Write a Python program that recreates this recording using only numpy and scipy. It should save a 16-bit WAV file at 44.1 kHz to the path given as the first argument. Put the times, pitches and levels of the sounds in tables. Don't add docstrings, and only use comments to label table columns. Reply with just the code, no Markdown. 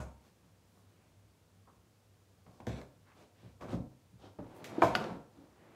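import sys
import numpy as np
from scipy import signal
from scipy.fft import rfft, irfft, next_fast_len
from scipy.io import wavfile
from scipy.ndimage import uniform_filter1d

SR = 44100
rng = np.random.default_rng(int(sys.argv[2]) if len(sys.argv) > 2 else 0)


def generate_wav(sig):
    pcm = np.round(np.clip(np.atleast_2d(sig).T, -1, 1) * 32767).astype(np.int16)
    wavfile.write(sys.argv[1], SR, pcm)


N = 253619
T = np.arange(SR * 3 // 4) / SR

# start_s, level_db, lowpass_hz, t60_s, boom_centre_hz
BAG_BUMPS = [(-.012, -30.5, 1420, 0.13, 59), (0.432, -58, 1500, 0.069, 170),
             (.771, -57.5, 1200, 0.077, 170), (2.464, -47, 990, 0.083, 127), (2.602, -39, 910, 0.029, 89),
             (2.669, -27.5, 566, .11, 100), (3.432, -47.5, 497, 0.16, 121), (3.61, -38, 1430, 0.052, 110),
             (3.685, -39.5, 1100, 0.12, 131), (3.730, -26, 354, 0.095, 145), (4.127, -60, 250, 0.43, 117),
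             (4.387, -32, 664, 0.072, 212), (4.827, -35, 497, 0.26, 127), (5.096, -37, 1110, 0.11, 201),
             (5.372, -52.5, 591, 0.26, 345)]
# frequency_hz, level_db
THUD_SPECTRUM = [(30, 16.5), (100, 1), (230, 3.5), (380, -6.5), (600, -1.5), (1200, -4.5), (3000, -7.5),
                 (8000, -6), (16000, -29)]
# pitch_hz, level_db, t60_s
ROOM_MODES = [(66.7, 6, 0.48), (111.3, 3.5, 0.22), (130.5, -9, 0.62), (179.2, 1, 0.26), (275.1, -2, .35),
              (309, -9, 0.55)]
# start_s, level_db, lowpass_hz, hand_damping_t60_s, pitch_ratio
CASE_KNOCKS = [(1.675, -56, 1600, .15, 1.07), (2.464, -57.5, 2180, 0.042, 0.96),
               (2.6694, -31.5, 500, 0.048, .67), (3.622, -41.5, 1700, 0.11, 1),
               (3.7308, -29, 297, 0.14, 0.76), (4.388, -33.5, 400, 0.65, .9),
               (4.781, -22.5, 257, 0.12, 0.97), (4.8207, -9.5, 1990, 0.2, 1.03)]
# pitch_hz, level_db, t60_s
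CASE_MODES = [(324.4, -10.5, 0.071), (511, -17, 0.13), (656, -8, 0.14), (739, -10.5, 0.077),
              (860, -9, 0.042), (976, 2.5, 0.013), (1072, -8.5, 0.078), (1208, -12.5, 0.072),
              (1501, -19.5, 0.22), (1665, -17.5, 0.058), (2304, -13, 0.053), (2830, -22, 0.054),
              (3540, -33, .04), (4900, -33, .03)]
# pitch_hz, level_db, t60_s
JAR_MODES = [(610, -0.5, 0.27), (1003, 0, 0.12), (1470, -6, 0.12), (2530, -10, 0.14)]
# start_s, crack_db, crack_t60_s, ring_db, pitch_ratio, room_send_db
LID_CLICKS = [(2.6031, -56, .03, -52, .77, -3), (2.668, -41.5, 0.023, -43, 1.22, 3.5),
              (2.815, -57, .03, -47, 1.42, -8.5), (3.6115, -55.5, 0.092, -59, .98, 7.5),
              (4.643, -37, 0.049, -48, 2.5, 2.5), (4.819, -37, 0.094, -38, 1.1, 8.5),
              (4.9517, -28, 0.049, -15, .99, -7), (5.041, -48, .047, -38, 1.2, -4)]
# pitch_hz, level_db, t60_s
LID_MODES = [(740, -5.5, 0.043), (1186, -5, 0.0303), (1462, -0.5, 0.029), (1870, -6, 0.013),
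             (2060, -9, 0.019), (2530, -2, 0.0074), (2950, 1, 0.0073), (3590, -4, 0.0076), (3750, -6, 0.01),
             (4640, -4, 0.0073), (5250, -9.5, .006)]
# frequency_hz, level_db
CRACK_SPECTRUM = [(200, -13), (1000, 2.5), (2200, 12), (4500, 1), (7000, -0.5), (9000, -10.5),
                  (12000, -8.5), (16000, -24)]
# fastest_s, length_s, body_db, crinkle_db, crinkle_centre_hz, crinkle_width_octaves
HAND_STROKES = [(.008, 0.11, -51.5, -60, 6450, 0.47), (.262, .14, -67.5, -73, 2200, 1.5),
                (.76, 0.3, -74.5, -79, 5000, 1.7), (1.02, 0.53, -73.5, -81, 2270, 0.54),
                (1.688, .06, -67, -66.5, 1090, 0.37), (2.549, 0.27, -67.5, -78, 3960, 1),
                (2.796, .14, -50, -68, 3900, 0.89), (3.106, 0.14, -73, -63.5, 1130, 0.79),
                (3.209, .15, -58.5, -67, 2300, 1.07), (3.441, 0.24, -65.5, -70, 2230, 0.83),
                (3.641, 0.097, -45.5, -59, 1150, .22), (3.723, .125, -46, -58.5, 2900, 0.9),
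                (4.249, .15, -54.5, -66, 3200, 0.63), (4.574, 0.086, -71, -69.5, 9900, 0.92),
                (5.42, .42, -64.5, -78, 2200, 1.1), (5.72, .55, -61.5, -70, 1900, .56)]
# time_s, level_db
DRAG_ENVELOPE = [(4.42, -64), (4.586, -56.5), (4.718, -50.5), (4.948, -43), (5.016, -41.5), (5.156, -55),
                 (5.26, -79)]
# frequency_hz, level_db
RUB_SPECTRUM = [(40, -33), (110, -2.5), (200, -4.5), (310, -2.5), (450, -6), (700, -7), (1050, -12.5),
                (1600, -19.5), (3000, -42.5), (8000, -96)]
# start_s, length_s, level_db, pitch_ratio
BAG_RATTLES = [(2.682, 0.11, -55, 1.0), (3.707, 0.024, -61, 0.93)]
# pitch_hz, level_db, t60_s
CONTENT_MODES = [(1560, 16, 0.0038), (2257, 8.5, 0.038), (2670, 8, 0.018), (3560, 10.5, 0.015),
                 (4240, 9, 0.0076), (5800, 1, 0.023), (7600, -2.5, 0.025), (9750, -7.5, 0.013)]
# frequency_hz, t60_s
TAIL_DECAY = [(100, 0.23), (300, 0.57), (800, 0.4), (2000, 0.39), (5000, 0.24), (10000, 0.34),
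              (16000, 0.082)]
# frequency_hz, level_db
TAIL_SPECTRUM = [(50, 5), (200, 0.5), (500, 2), (2000, -3.5), (6000, -1.5), (16000, 1)]
# frequency_hz, level_db
AIR_SPECTRUM = [(15, -73), (25, -39), (69, -5.5), (79, -12.5), (101, 1.5), (126, -13.5), (169, -8),
                (198, -12.5), (410, -18), (482, -15.5), (537, -20), (970, -24), (1950, -30), (6730, -33.5),
                (15500, -41)]


def bag_bumps():
    thuds, booms = np.zeros((2, N))
    for s, db, lowpass_hz, t60, centre_hz in BAG_BUMPS:
        thud = soften(burst(THUD_SPECTRUM, t60), lowpass_hz)
        add(thuds, s, amp(db) * peaked(thud))
        boom_db = db - 6 + 6.5 * np.log2(t60 / 0.094)
        driven = [(hz, mode_db - 7 * np.log2(hz / centre_hz) ** 2, decay)
                  for hz, mode_db, decay in ROOM_MODES]
        build_up = 1 - np.exp(-T / 0.011)
        add(booms, s, amp(boom_db) * ring(driven) * build_up)
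    return thuds, booms


def case_knocks():
    out = np.zeros(N)
    for start, blow_db, blow_hz, hand_t60, blow_pitch in CASE_KNOCKS:
        for s, db, lowpass_hz, pitch in contacts(start, blow_db, blow_hz, blow_pitch):
            held = ring(CASE_MODES, pitch) * fade(hand_t60)
            add(out, s, amp(db) * peaked(soften(held, lowpass_hz, order=3)))
    return out


def contacts(s, db, lowpass_hz, pitch, bounce_above_db=-16, first_hop_s=.0115, hop_loss_db=5):
    yield s, db, lowpass_hz, pitch
    if db > bounce_above_db:
        for hop in range(2):
            s += first_hop_s * 0.87 ** hop
            db -= hop_loss_db
            yield s, db, lowpass_hz * 0.56, pitch * .93


def jar(start_s=-.005, level_db=-47.5):
    out = np.zeros(N)
    add(out, start_s, amp(level_db) * ring(JAR_MODES))
    return out


def lid_clicks():
    direct, send = np.zeros((2, N))
    for s, crack_db, t60, ring_db, pitch, send_db in LID_CLICKS:
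        plastic = amp(ring_db) * peaked(ring(LID_MODES, pitch))
        click = plastic + amp(crack_db) * burst(CRACK_SPECTRUM, t60)
        add(direct, s, click)
        add(send, s, amp(send_db) * click)
    return direct, send


def hand_strokes(rise_share=.52, speed_power=1.62):
    out = np.zeros(N)
    for fastest_s, length, body_db, crinkle_db, centre_hz, width in HAND_STROKES:
        t = np.arange(0, length, 1 / SR)
        rise_s = rise_share * length
        speed = np.sin(np.pi / 2 * np.interp(t, [0, rise_s, length], [0, 1, 0]))
        grains = friction(body_db, crinkle_db, centre_hz, width)
        add(out, fastest_s - rise_s, speed ** speed_power * grains[:len(t)])
    return out


def bag_drag():
    out = np.zeros(N)
    times, level_db = np.transpose(DRAG_ENVELOPE)
    t = np.arange(times[0], times[-1], 1 / SR)
    grains = friction(body_db=3.5, crinkle_db=-12, centre_hz=2070, width_octaves=0.93)
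    add(out, t[0], amp(np.interp(t, times, level_db)) * grains[:len(t)])
    return out


def friction(body_db, crinkle_db, centre_hz, width_octaves):
    octaves = np.arange(-8, 9)
    rolloff_db = -14 * (np.hypot(1, octaves / width_octaves) - 1)
    skin_spectrum = np.transpose([centre_hz * 2. ** octaves, rolloff_db])
    body = coloured(slips(SR, per_s=2500, spread_db=2.5), RUB_SPECTRUM)
    crinkle = coloured(slips(SR, per_s=3900, spread_db=1.5), skin_spectrum)
    return amp(body_db) * body + amp(crinkle_db) * crinkle


def rattles(items=5):
    out = np.zeros(N)
    for s, length, db, pitch in BAG_RATTLES:
        size = int(length * SR) + 2
        for detune in np.linspace(.95, 1.05, items):
            taps = slips(size, per_s=400, spread_db=1.5) * np.linspace(1, .5, size)
            item = ring(CONTENT_MODES, pitch * detune)
            clatter = signal.fftconvolve(taps, item / np.linalg.norm(item))
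            add(out, s, amp(db) * clatter / np.sqrt(items))
    return out


def bathroom(send, reflections_per_s=5000, tail_s=.55):
    onset = np.clip((T - .003) / 0.0033, 0, 1)
    taps = rng.choice([-1., 1.], len(T)) * (rng.random(len(T)) < reflections_per_s / SR) * onset
    hz, t, bands = signal.stft(taps, SR, nperseg=256)
    decay = np.exp(-np.log(1000) * t / read(TAIL_DECAY, hz)[:, None])
    tail = signal.istft(bands * decay, SR, nperseg=256)[1][:len(T)]
    fade_out = np.cos(np.pi / 2 * T / T[-1]) ** 2 * (T < tail_s)
    tail = shaped(tail, TAIL_SPECTRUM, detail_hz=30) * onset * fade_out
    return signal.fftconvolve(send, tail / np.linalg.norm(tail))[:N]


def ventilation(air_db=-67, hum_db=-73.5, hum_hz=97, hum_width_hz=4.1):
    size = next_fast_len(N)
    hz = np.fft.rfftfreq(size, 1 / SR)
    hum_band = 1 / (1 + ((hz - hum_hz) / hum_width_hz) ** 2)
    hum = irfft(rfft(rng.standard_normal(size)) * hum_band, size)
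    air = coloured(rng.standard_normal(size), AIR_SPECTRUM)
    return (amp(air_db) * air + amp(hum_db) * unit_rms(hum))[:N]


def ring(modes, pitch=1):
    return sum((-1) ** k * amp(db) * fade(t60) * np.sin(2 * np.pi * hz * pitch * T)
               for k, (hz, db, t60) in enumerate(modes))


def burst(spectrum, t60):
    half_decay = fade(2 * t60)
    puff = rng.standard_normal(len(T)) * half_decay
    return peaked(shaped(puff, spectrum, detail_hz=2 / t60) * half_decay)


def slips(size, per_s, spread_db):
    strength = amp(spread_db * np.minimum(rng.exponential(1, size), 4))
    return unit_rms(strength * rng.choice([-1, 1], size) * (rng.random(size) < per_s / SR))


def soften(x, lowpass_hz, order=2):
    return signal.sosfilt(signal.butter(order, lowpass_hz, fs=SR, output="sos"), x)


def shaped(x, spectrum, detail_hz):
    bins, hz = rfft(x), np.fft.rfftfreq(len(x), 1 / SR)
    power = uniform_filter1d(abs(bins) ** 2, max(int(detail_hz / hz[1]), 1))
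    flat = bins / np.sqrt(abs(power) + 1e-12)
    return irfft(flat * amp(read(spectrum, hz)), len(x))


def coloured(x, spectrum):
    hz = np.fft.rfftfreq(len(x), 1 / SR)
    return unit_rms(irfft(rfft(x) * amp(read(spectrum, hz)), len(x)))


def fade(t60):
    return np.exp(-np.log(1000) * T / t60)


def read(points, hz):
    table_hz, value = np.transpose(points)
    return np.interp(np.log(hz + 1), np.log(table_hz + 1), value)


def add(mix, s, sound):
    start = round(s * SR)
    part, sound = mix[max(start, 0):], sound[max(-start, 0):]
    part[:len(sound)] += sound[:len(part)]


def amp(db):
    return 10 ** (np.asarray(db) / 20)


def unit_rms(x):
    return x / np.sqrt(np.mean(x ** 2) + 1e-20)


def peaked(x):
    return x / (abs(x).max() + 1e-20)


def scene():
    thuds, booms = bag_bumps()
    clicks, click_send = lid_clicks()
    knocks = case_knocks() + jar()
    handling = hand_strokes() + bag_drag() + rattles()
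    room = bathroom(amp(1) * thuds + amp(-6.5) * knocks + amp(-5.5) * handling + click_send)
    foley = thuds + booms + knocks + clicks + amp(-2) * handling + room
    low_cut = signal.butter(3, 95, "high", fs=SR, output="sos")
    return (signal.sosfilt(low_cut, foley) + ventilation())[None]


def record(dry, high_cut_hz=15750, fade_in_s=.003):
    high_cut = signal.firwin(511, high_cut_hz, window=("kaiser", 9), fs=SR)
    fade_in = np.minimum(np.arange(N) / (fade_in_s * SR), 1)
    return signal.oaconvolve(dry * fade_in, high_cut[None], "same")


dry = scene()
out = record(dry)
generate_wav(out)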